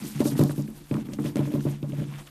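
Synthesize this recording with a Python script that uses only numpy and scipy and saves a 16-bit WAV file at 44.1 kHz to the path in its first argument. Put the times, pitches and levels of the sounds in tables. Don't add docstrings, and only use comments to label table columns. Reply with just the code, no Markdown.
import sys
import numpy as np
from scipy import signal
from scipy.io import wavfile

SR = 44100
rng = np.random.default_rng(int(sys.argv[2]) if len(sys.argv) > 2 else 0)


def unload_audio(sound):
    columns = np.transpose(np.atleast_2d(sound))
    steps = np.round(np.clip(columns, -1, 1) * 32767)
    wavfile.write(sys.argv[1], SR, steps.astype(np.int16))


def gain_from_db(level_db):
    decades = np.asarray(level_db, float) / 20
    return 10 ** decades


N = 101430


def rms_one(x):
    return x / np.sqrt(np.mean(x ** 2) + 1e-20)


def bandpass(x, edges_hz):
    return signal.sosfilt(signal.butter(2, edges_hz, "band", fs=SR, output="sos"), x)


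def add_at(out, s, sound):
    at = int(s * SR)
    out[at:at + len(sound)] += sound


def drift(rate_hz):
    r = np.exp(-80 * np.pi * rate_hz / SR)
    noise = rng.standard_normal(N // 40 + 2002)
    slow = signal.lfilter([1], [1, -2 * r, r * r], noise)[2000:]
    return np.interp(np.arange(N) / 40, np.arange(len(slow)), rms_one(slow))


def white():
    return rng.standard_normal(N)


def grains(per_s, spread_db):
    sizes = gain_from_db(spread_db * np.minimum(rng.exponential(1, N), 5))
    signs = rng.choice([-1, 1], N)
    return sizes * signs * (rng.random(N) < per_s / SR)


def coloured(make, spectrum, patchy_db):
    out, together = 0, drift(14)
    edges = 20 * 2 ** np.arange(0, 9.7, .5)
    sources = [make(), make()]
    hz, db = np.transpose(spectrum)
    for k, (low, high) in enumerate(zip(edges, edges[1:])):
        level_db = np.interp(np.log(low * high) / 2, np.log(hz), db, left=-90)
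        flicker_db = patchy_db * (together + 1.33 * drift(30))
        out = out + bandpass(sources[k % 2], [low, high]) * gain_from_db(level_db + flicker_db)
    return rms_one(out)


# (frequency [Hz], density [dB per Hz])
ROOM_COLOUR = [(20, 21.5), (48, 19.5), (80, -24), (250, -23), (500, 2.5), (14000, -31)]
ROOM_DB = -55


def room_hush():
    return gain_from_db(ROOM_DB) * coloured(white, ROOM_COLOUR, patchy_db=.5)


def ring(clicks, hz, t60):
    r, w = np.exp(-np.log(1000) / (t60 * SR)), 2 * np.pi * hz / SR
    return signal.lfilter([0, np.sin(w)], [1, -2 * r * np.cos(w), r * r], clicks + 1e-18)


# (frequency [Hz], level [dB], t60 [s])
SHELL_MODES = [(113, -23.5, 0.25), (143.3, -8, 0.45), (208.85, -8.5, 0.3), (224.7, -10.5, 0.23),
               (269.7, -15.5, 0.31), (293.4, -9.5, 0.21), (350, -16.5, 0.26), (418, -29, 0.11),
               (429, -37.5, 0.45), (459.4, -25, 0.23), (474, -28, 0.28)]
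# (time [s], level [dB])
SHUFFLE_LEVEL = [(0, -32), (.13, -40.5), (.3, -27.5), (.5, -35), (.75, -42), (.88, -52.5), (1.0, -33.5),
                 (1.3, -37.5), (1.5, -36.5), (1.8, -40.5), (2.0, -32), (2.3, -58.5)]
BUMPS_PER_S, SHUFFLE_DB = 150, -2


def shuffle():
    s, db = np.transpose(SHUFFLE_LEVEL)
    level_db = np.interp(np.arange(N) / SR, s, db)
    murmur = 0
    for hz, mode_db, t60 in SHELL_MODES:
        bumps = grains(BUMPS_PER_S, 3.9)
        murmur = murmur + gain_from_db(mode_db) * ring(bumps, hz, 0.72 * t60)
    soft = signal.butter(3, 420, fs=SR, output="sos")
    return gain_from_db(level_db + SHUFFLE_DB) * rms_one(signal.sosfilt(soft, murmur))


# (centre time [s], half length [s], hiss level [dB], scrape share [dB])
DUST_SWELLS = [(0.007, 0.092, -48, 0.5), (0.09, 0.06, -44.5, -5), (0.165, 0.03, -48, 2.5),
               (0.209, 0.021, -42, 1), (0.272, 0.034, -40, -8), (0.323, 0.025, -45.5, -1.5),
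               (0.401, 0.037, -40, -2.5), (0.456, 0.034, -43.5, -28), (0.511, 0.021, -46, -10.5),
               (0.582, 0.051, -51, -4), (0.66, 0.11, -62.5, -19), (0.785, 0.045, -55, -2),
               (0.9, 0.087, -57, 1.5), (0.981, 0.067, -56, 3), (1.06, 0.015, -60, 7),
               (1.138, 0.028, -53, 2), (1.204, 0.026, -57, 4.5), (1.269, 0.039, -48, 3),
               (1.388, 0.027, -49.5, 6.5), (1.455, 0.039, -52, 7), (1.546, 0.05, -50, 1.5),
               (1.633, 0.045, -54.5, 0), (1.705, 0.061, -53.5, 5), (1.744, 0.02, -59, 10),
               (1.899, 0.019, -60, 6.5), (1.984, 0.042, -56, 8.5), (2.037, 0.024, -58, 7.5),
               (2.138, 0.045, -54, 8), (2.2, 0.028, -52, 4.5), (2.275, 0.017, -55.5, 7)]
# (frequency [Hz], density [dB per Hz])
HISS_COLOUR = [(1470, -53), (2500, -8), (4010, -3.5), (12500, -5), (14200, -8)]
# (frequency [Hz], density [dB per Hz])
SCRAPE_COLOUR = [(500, -8.5), (850, -3.5), (1200, -5.5), (2200, -5.5), (2950, -6), (4200, -19), (6500, -70)]
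SCRAPE_DB, SETTLING_DB = -3, -61


def dust():
    s, half, db, scrape_db = np.transpose(DUST_SWELLS)[:, :, None]
    swell = np.exp(-((np.arange(N) / SR - s) / half) ** 2)
    hiss = coloured(lambda: grains(8600, 3), HISS_COLOUR, patchy_db=1.55)
    scrape = coloured(lambda: grains(1600, 3.37), SCRAPE_COLOUR, patchy_db=1.1)
    power = gain_from_db(2 * db) * swell ** 2
    settling = gain_from_db(2 * SETTLING_DB)
    hiss_level = np.sqrt(power.sum(0) + settling)
    scrape_level = np.sqrt((power * gain_from_db(2 * scrape_db)).sum(0) + settling)
    return hiss_level * hiss + scrape_level * gain_from_db(SCRAPE_DB) * scrape


def bending_waves(peak_db, t):
    to_hz, fall_s, rise_s, dies_s = 140, .0063, .0016, .0078
    from_hz = 380 + 4.5 * (peak_db - peak_db.max())[:, None]
    hz = to_hz + (from_hz - to_hz) * np.exp(-(t / fall_s) ** 2)
    turns = np.cumsum(hz, axis=1) / SR
    envelope = (1 - np.exp(-(t / rise_s) ** 2)) * np.exp(-(t / dies_s) ** 4)
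    return np.sin(2 * np.pi * turns) * envelope


def crack(noise, t):
    level_db, hz, t60 = -24.5, 720, .19
    dull = rms_one(bandpass(noise, [hz / 1.5, hz * 1.45]))
    return dull * gain_from_db(level_db - 60 * t / t60) * (1 - np.exp(-t / .0063))


# (time [s], peak level [dB], boom share [dB], floor share [dB], side wall share [dB])
BODY_THUDS = [(0.2030, -8, -7, -7, -7.5), (0.2548, -11, -6.5, -8.5, -2), (0.3915, -8, 6, -15, -11),
              (0.4106, -9, -1, 0, -2), (0.4259, -12, 0, 1, -6), (0.5784, -18, 4, -1, -0.5),
              (0.9105, -14.5, 4.5, -3.5, -2), (0.9458, -17.5, 1, 1, -2.5), (1.1873, -17.5, -0.5, -0.5, 3),
              (1.2475, -17.5, -1, -2.5, 0), (1.3559, -14.5, -5, -0.5, -0.5), (1.391, -12.5, 5, -1.5, 1),
              (1.5374, -14, 3, 1, 3), (1.572, -20, 5.5, -1, 5.5), (1.652, -13.5, 4, -5, 0),
              (1.8275, -20, 4.5, -4, -8), (1.92, -25, 10, -9, 2.5), (1.976, -26, 9, 3.5, 2.5),
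              (2.009, -24, 9, -1, 1)]
# (time [s], peak level [dB], boom share [dB], floor share [dB], side wall share [dB])
PAW_FALLS = [(0.038, -28, 3, 3, 7), (0.151, -29.5, 12.5, 6, -3), (0.32, -19.5, -6, -9, -1),
             (0.358, -21, -2, 6.5, -3), (0.447, -20, 0, 4, 7), (0.495, -18.5, 0.5, -9, -10),
             (0.531, -25.5, -14, -8, 3), (.645, -33, 4, 7, 0), (0.684, -25, -9, 1.5, -15),
             (0.751, -41.5, -16, 9, 3), (.806, -41, 5.5, -8, 6), (0.926, -25, -9, 10, -8),
             (.978, -21.5, -3, 3.5, -1), (1.051, -31.5, -4, -7, 0), (1.087, -22.5, -25, -5, -7.5),
             (1.119, -29.5, 9.5, -6, -10), (1.285, -26, 4, -12, 3.5), (1.474, -23, -9, -10, 6),
             (1.501, -23, -7, -18, 1), (1.696, -32.5, 13, 6.5, 2.5), (1.892, -28.5, 2, -7, 3.5),
             (2.066, -31.5, -1, 2, -2.5), (2.135, -42.5, 19, 8, 6), (2.202, -41, 2, -1.5, 4)]
# (boom [s], floor [s], side walls [s])
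SWELL_S = (.009, .010, .010)
WAVE_DB, MODE_SCATTER_DB = -1, 2
MUTING_DB, MUTE_S = -26, .02


def thuds():
    rows = np.vstack([BODY_THUDS, PAW_FALLS])
    rows = rows[np.argsort(rows[:, 0])]
    t = np.arange(SR // 3) / SR
    hz, level_db, t60 = np.transpose(SHELL_MODES)[:, :, None]
    part = (hz[:, 0] > 180) * 1 + (hz[:, 0] > 250)
    lag = np.array(SWELL_S)[part, None]
    swing = np.exp(2j * np.pi * hz * (t - lag))
    modes = swing * (1 - np.exp(-(t / lag) ** 4)) * gain_from_db(level_db - 60 * t / t60)
    waves = bending_waves(rows[:, 1], t)
    hard = np.append(rows[rows[:, 1] > MUTING_DB, 0], N / SR + 1)
    gaps = hard[np.searchsorted(hard, rows[:, 0], "right")] - rows[:, 0]
    out = np.zeros(N + SR)
    for row, gap, wave in zip(rows, gaps, waves):
        scatter_db = MODE_SCATTER_DB * rng.standard_normal(len(part))
        phase = (part > 0) * rng.standard_normal(len(part))
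        strikes = gain_from_db(row[2 + part] + scatter_db) * np.exp(1j * phase)
        rings = (strikes @ modes).imag * np.exp(-np.maximum(t - gap, 0) / MUTE_S)
        snap = crack(rng.standard_normal(len(t)), t)
        add_at(out, row[0], gain_from_db(row[1]) * (gain_from_db(WAVE_DB) * wave + snap + rings))
    return out[:N]


# (time [s], peak level [dB], centre [Hz], rise [s])
CLAW_TICKS = [(.2044, -23, 3470, 0.00094), (.2538, -32, 1900, 0.0016), (.3536, -37, 1800, 0.0028),
              (.3711, -31, 8000, 0.0005), (.3935, -17, 5230, 0.0012), (.414, -22, 8060, 0.0007),
              (.4372, -11.5, 9400, 0.00044), (0.4939, -28, 1390, 0.00257), (.5222, -44, 5430, 0.00094),
              (.5606, -31, 10700, 0.00068), (.580, -37, 2750, 0.00094), (.6215, -33, 6150, 0.00098),
              (.677, -38.5, 1900, 0.0016), (0.7024, -31, 13100, 0.00031), (0.912, -29.5, 2180, 0.0012),
              (0.9410, -33, 1920, 0.00045), (1.086, -38, 1570, 0.0016), (1.1343, -23.5, 3650, 0.0022),
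              (1.1867, -31.5, 1290, 0.0011), (1.2225, -33, 9900, 0.00071), (1.2585, -30, 2550, 0.0023),
              (1.473, -40, 1490, 0.0017), (1.3573, -22.5, 3900, 0.0011), (1.369, -22, 6500, 0.00076),
              (1.389, -38, 2460, 0.0018), (1.5219, -30, 12500, 0.00055), (1.5379, -31, 2920, 0.00088),
              (1.6053, -37, 2940, 0.0017), (1.8287, -32, 2970, 0.0009), (1.921, -35.5, 2520, 0.0012)]
# (time [s], peak level [dB], centre [Hz])
CLAW_KNOCKS = [(.164, -37, 950), (.254, -26, 975), (0.319, -36, 1400), (.353, -30.5, 830), (.391, -24, 980),
               (.414, -25.5, 1220), (.508, -26.5, 870), (.9412, -21.5, 1060), (.953, -28, 960),
               (1.19, -30, 895), (1.357, -29.5, 1100), (1.3685, -25, 1120), (1.389, -32, 1040),
               (1.4545, -29.5, 950), (1.4755, -39.5, 950), (1.538, -36, 950), (1.607, -35.5, 1430),
               (1.6645, -38, 825), (1.688, -39.5, 1860), (2.139, -34, 2600), (2.199, -41, 1950),
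               (2.274, -37, 2540), (0.432, -44, 1000), (.369, -40.5, 890), (.968, -28.5, 840),
               (1.404, -33, 1010), (1.552, -35, 890)]
KNOCK_RISE_CYCLES = 1.3
SNAP_SHARE = 1.3
TICK_WIDTH_OCTAVES, WIDER_OCTAVES_PER_DB, SOFT_TICK_DB = .6, .12, -33


def claws():
    out, t = np.zeros(N + SR), np.arange(SR // 20) / SR
    knocks = [(s, db, hz, KNOCK_RISE_CYCLES / hz) for s, db, hz in CLAW_KNOCKS]
    for s, db, hz, rise in list(CLAW_TICKS) + knocks:
        octaves = TICK_WIDTH_OCTAVES + WIDER_OCTAVES_PER_DB * max(db - SOFT_TICK_DB, 0)
        edges = np.minimum(hz * 2 ** (octaves * np.array([-.5, .5])), [15000, 16000])
        grit = rng.standard_normal(len(t)) * t / rise * np.exp(1 - t / rise)
        grit[int(rise * SR / 2)] += SNAP_SHARE * np.linalg.norm(grit)
        burst = bandpass(grit, edges)
        add_at(out, s, burst * gain_from_db(db - 3) / np.abs(burst).max())
    return out[:N]


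# (time [s], peak level [dB], rise [s])
ROOF_FLEXES = [(0.214, -27, 0.0091), (0.267, -29, 0.011), (0.405, -24.5, 0.0049), (0.449, -38, 0.013),
               (0.499, -31, 0.0031), (0.592, -35.5, 0.0064), (0.925, -35, 0.0084), (0.983, -40, 0.0067),
               (1.133, -40.5, 0.006), (1.257, -35.5, 0.0094), (1.369, -27, 0.0058), (1.408, -31, 0.0095),
               (1.471, -40.5, 0.0089), (1.515, -39, 0.0071), (1.552, -29, 0.008), (1.666, -32.5, 0.0075),
               (1.707, -42, 0.006), (1.842, -35.5, 0.0067), (1.933, -35.5, 0.0054), (1.988, -41, 0.0073),
               (2.019, -38, 0.0067)]
ROOF_HZ, ROOF_SCATTER_HZ = 583, 9.9
ROOF_LEAD_S = .003


def roof():
    out, t = np.zeros(N + SR), np.arange(SR // 8) / SR
    for s, db, rise in ROOF_FLEXES:
        detune, phase = rng.standard_normal(2)
        swell = (t / rise * np.exp(1 - t / rise)) ** 2
        hz = ROOF_HZ + ROOF_SCATTER_HZ * detune
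        add_at(out, s - ROOF_LEAD_S, gain_from_db(db) * swell * np.sin(2 * np.pi * hz * t + 3 * phase))
    return out[:N]


def scene():
    no_deep_bass = signal.butter(2, 89, "high", fs=SR, output="sos")
    shell = signal.sosfilt(no_deep_bass, shuffle() + thuds() + roof())
    return (room_hush() + shell + dust() + claws())[None]


def low_pass(x):
    return signal.sosfilt(signal.butter(12, 15270, fs=SR, output="sos"), x)


def record(dry):
    top_cut = signal.ellip(10, .5, 30, 14050, fs=SR, output="sos")
    mix = signal.sosfilt(top_cut, dry)
    return low_pass(mix)


dry = scene()
out = record(dry)
unload_audio(out)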